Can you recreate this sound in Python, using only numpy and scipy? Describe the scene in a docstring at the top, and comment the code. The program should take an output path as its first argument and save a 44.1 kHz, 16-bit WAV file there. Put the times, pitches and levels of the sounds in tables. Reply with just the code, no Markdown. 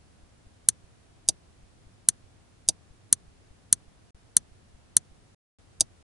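"""Relay clicks on a desk

Relays on a small circuit board are switched from a handheld remote, close up on a cloth-covered desk.
Pulling in, the armature slams on the core with a bright tick; let go, it falls back with a duller,
bouncing clack. Both are decaying sine modes over short bursts of coloured noise.
A finger's slow pushes thud softly over quiet room noise; clipped peaks overload the input, which cuts out briefly."""
import sys
import numpy as np
from scipy import signal
from scipy.fft import irfft
from scipy.io import wavfile

SR = 44100
rng = np.random.default_rng(int(sys.argv[2]) if len(sys.argv) > 2 else 0)


def bounce(signal):
    """Save signal as a 16-bit WAV file at the path given by the first command-line argument."""
    frames = np.transpose(np.atleast_2d(signal))
    limited = np.clip(frames, -1, 1)
    pcm = np.round(limited * 32767).astype(np.int16)
    wavfile.write(sys.argv[1], SR, pcm)


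N = 269451

# main blow of every pull-in: t/s
PULL_INS = [.6873, 2.0873, 3.1273, 3.7273, 4.3673, 4.9673]
# main blow of every drop-out: t/s
DROP_OUTS = [1.2875, 2.6875, 5.8075]
# colour of the desk's low boom: f/Hz, relative level per Hz/dB
DESK = [(30, -0.5), (110, 5), (190, 0), (350, -16.5), (800, -36), (3000, -36), (11000, -39)]

# each stroke starts this long before its main blow, leaving room for a faint tick ahead of it
LEAD_S = 0.01
STROKE_T = np.arange(SR // 4) / SR - LEAD_S  # s, 0 at the main blow


def undb(db):
    """Decibels to gain."""
    return 10 ** (np.asarray(db) / 20)


def panned(pan_db):
    """Left and right gains for a left-minus-right level difference, shared equally between the two."""
    return undb(np.array([[pan_db], [-pan_db]]) / 2)


def unit(x):
    """Scale to rms 1."""
    return x / np.sqrt(np.mean(x ** 2))


def along(points, hz):
    """Read (Hz, value) points on a log-frequency axis."""
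    at, value = np.transpose(points)
    return np.interp(np.log(hz + 1), np.log(at), value)


def noise(colour, likeness, size):
    """Stereo noise of rms 1 with a given spectrum and left-right correlation (a number or points)."""
    hz = np.arange(size // 2 + 1) * SR / size
    alike = along(likeness, hz) if np.ndim(likeness) else likeness
    alike = np.clip(alike, -1, 1)
    mid, side = np.exp(2j * np.pi * rng.random((2, len(hz))))  # random phases
    opposite = np.array([[1], [-1]])
    both = mid * np.sqrt(1 + alike) + side * np.sqrt(1 - alike) * opposite
    return unit(irfft(both * undb(along(colour, hz)), size))


def fade(t, rise_s, t60):
    """A quick swell from t = 0, then a free decay of 60 dB in t60 seconds."""
    t = np.maximum(t, 0)
    swell = 1 - np.exp(-(t / rise_s) ** 2)
    decay = np.exp(-np.log(1000) * t / t60)
    return swell * decay


def add(out, sound, s):
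    """Mix a sound in at a time in seconds."""
    start = max(int(round(s * SR)), 0)
    part = sound[:, :N - start]
    out[:, start:start + part.shape[1]] += part


def low_pass(x, hz):
    """Steep low-pass without delay."""
    sos = signal.ellip(8, 0.05, 50, hz, fs=SR, output="sos")
    return signal.sosfiltfilt(sos, x)


def armature(modes, blows, rise_s, left_lag_s):
    """The blow and its bounces ring the modes; the sound reaches the right channel a little earlier."""
    out = 0
    for delay, blow_db in blows:
        t = STROKE_T - delay - np.array([[left_lag_s], [0]])
        for hz, db, t60, pan_db in modes:
            gain = undb(blow_db + db) * panned(pan_db)
            out = out + gain * np.sin(2 * np.pi * hz * t) * fade(t, rise_s, t60)
    return out


def tail(colour, db, rise_s, t60, likeness):
    """Many close resonances dying away together, as a burst of coloured noise."""
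    burst = noise(colour, likeness, size=len(STROKE_T))
    return undb(db) * burst * fade(STROKE_T, rise_s, t60)


def pull_in():
    """The coil snaps the armature on to the core: one hard, bright tick."""
    # main blow and bounces: t/s after the main blow, level/dB
    pull_blows = [(0, -1), (.00566, -26.5), (0.0122, -37.5)]
    # relay and board with the armature held on the core: f/Hz, level/dB, t60/s, left minus right/dB
    held_modes = [(117, -44.5, 0.068, -4), (161.5, -32.5, 0.032, -7), (296, -32, .0188, 0),
                  (1380, -18.5, .004, -8), (1440, -28, .011, 3), (2010, -18, .0055, -11),
                  (3527, -32.5, 0.025, 2.15), (4025, -5, 0.0046, -4.5), (4369, -23, .021, 0),
                  (4800, -6.5, 0.0034, -2), (5940, -24.5, 0.036, -0.8), (6070, -8, 0.015, -4.5),
                  (6801, -1.93, .0079, -3), (8750, 9.5, .0043, 0.47), (9000, -20, 0.03, 1.5),
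                  (9118, 11.5, .0052, 0), (9240, -17.5, .0215, 0.3), (9656, 6, .0039, -8),
                  (10028, 15.5, .0033, 3)]
    # dense rattle of spring and case: f/Hz, relative level per Hz/dB
    pull_rattle = [(200, -7), (450, -13), (850, -29.5), (1300, -14), (2000, -9.5), (2500, -22), (4200, 0),
                   (5100, -10.5), (6300, 8), (7500, -1), (9300, 1.5), (11000, 0.5)]
    tick = armature(held_modes, pull_blows, rise_s=0.00052, left_lag_s=0.000011)
    rattle = tail(pull_rattle, db=-12.5, rise_s=0.001, t60=0.028, likeness=1.0)
    boom = tail(DESK, db=-47.5, rise_s=0.0034, t60=0.23, likeness=-0.3)
    return tick + rattle + boom


def drop_out():
    """The spring throws the armature back on the rest contact, where it chatters and rocks the board."""
    # a faint tick as the contacts part, then main blow and bounces: t/s after the main blow, level/dB
    drop_blows = [(-.00782, -29.5), (0, 2.3), (.00295, -10.5), (.00558, -9.7)]
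    # relay and board with the armature free on its spring: f/Hz, level/dB, t60/s, left minus right/dB
    free_modes = [(104.94, -44.5, .12, -4.5), (299, -35.5, 0.046, -8), (477, -35, 0.041, -8.5),
                  (668, -35, 0.037, -5), (840, -39, 0.009, -2.5), (2922, -45, .026, 10),
                  (3720, -20.5, .0174, -2.5), (4090, -11.5, .0044, -0.5), (4569, -23, .045, 2),
                  (4810, -16.5, 0.023, -1.5), (5599, -32, .031, 1.5), (5862, -21, .026, -1.64),
                  (6250, 9.5, .0029, -2.5), (6635, -19, .022, -3.5), (7258, -23, .0315, -9.5),
                  (8270, -21, .026, -1.4), (8276, -3.5, .0053, -1.5), (8980, 14.5, .0017, 4),
                  (9980, -11, .01, 9), (10360, 8, .0034, 1), (10656, -23.5, 0.045, 0.5)]
    # dense rattle of spring and case: f/Hz, relative level per Hz/dB
    drop_rattle = [(200, -23.5), (750, -14.5), (1200, -15.5), (2200, -17.5), (3500, -3), (4700, -1),
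                   (5300, -6), (6000, 13.5), (7200, -7), (11000, -12)]
    # the board's hollow knock: f/Hz, relative level per Hz/dB
    board = [(100, -3.5), (300, -4), (450, -7), (750, 6), (900, -2), (1050, -34.5), (3000, -52)]
    clack = armature(free_modes, drop_blows, rise_s=0.00067, left_lag_s=0.000004)
    rattle = tail(drop_rattle, db=-17.0, rise_s=0.0015, t60=0.035, likeness=0.7)
    knock = tail(board, db=-32.0, rise_s=0.0007, t60=0.062, likeness=-0.5)
    boom = tail(DESK, db=-44.5, rise_s=0.0055, t60=0.2, likeness=-0.2)
    return clack + rattle + knock + boom


def finger(width_s):
    """A soft fingertip gives the remote one slow push at each touch, and at fixed offsets from every stroke."""
    # pushes before and after each pull-in: t/s after the main blow, peak level/dB, left minus right/dB
    on_pushes = [(-.2168, -44, 4.5), (0.1558, -47, -10)]
    # push just before each drop-out: t/s after the main blow, peak level/dB, left minus right/dB
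    off_pushes = [(-0.0098, -46.5, 0)]
    # the finger settles lightly on the remote: t/s
    touches = [.237, 1.636]
    touch_db, touch_pan_db = -45.5, 1
    thuds = [(s, touch_db, touch_pan_db) for s in touches]
    for times, pushes in ((PULL_INS, on_pushes), (DROP_OUTS, off_pushes)):
        for s in times:
            thuds += [(s + after_s, db, pan_db) for after_s, db, pan_db in pushes]
    t = np.arange(N) / SR
    out = 0
    for s, db, pan_db in thuds:
        bump = np.exp(-((t - s) / width_s) ** 2)
        out = out - undb(db) * panned(pan_db) * bump
    return out


def room(level_db):
    """Steady low rumble with a thin hiss above it, as coloured noise."""
    # colour of the room noise: f/Hz, relative level per Hz/dB
    room_colour = [(12, -31.5), (20, -10), (53, -7.5), (102, -2.5), (135, -10), (248, -14), (290, -15),
                   (452, -19), (636, -21.5), (688, -19), (848, -24), (993, -24.5), (1770, -27.5),
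                   (2070, -29), (10500, -35.5), (13600, -69), (22000, -120)]
    # likeness of left and right: f/Hz, correlation
    room_likeness = [(60, 0.27), (130, .43), (260, 0.11), (1000, .01)]
    return undb(level_db) * noise(room_colour, room_likeness, size=N)


def overload(x, ceiling_db):
    """An input stage flattens the peaks; clipping at twice the rate keeps overtones from folding down as much."""
    ceiling = undb(ceiling_db)
    fine = signal.resample_poly(x, 2, 1, axis=1)
    clipped = np.clip(fine, -ceiling, ceiling)
    return signal.resample_poly(clipped, 1, 2, axis=1)


def scene():
    """Each kind of click repeats alike on every stroke."""
    pull_db, drop_db = 1, 0.5  # gain on every stroke of a kind
    out = room(level_db=-57.8) + finger(width_s=0.0034)
    for stroke, times, db in ((pull_in(), PULL_INS, pull_db), (drop_out(), DROP_OUTS, drop_db)):
        for s in times:
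            add(out, undb(db) * stroke, s - LEAD_S)
    return out


def record(dry):
    """A narrow-band input that cuts out at moments; the loudest peaks overload it and splash into the top."""
    # the sound cuts out: start t/s, end t/s
    silences = [(4.107, 4.146), (5.347, 5.586), (6.027, 6.2)]
    band_hz, top_hz = 10700, 16000  # low-passes before and after the overload
    t = np.arange(N) / SR
    live = 1 - sum((t > start) & (t < end) for start, end in silences)
    narrow = low_pass(dry * live, band_hz)
    return low_pass(overload(narrow, ceiling_db=0.0), top_hz)


dry = scene()
out = record(dry)
bounce(out)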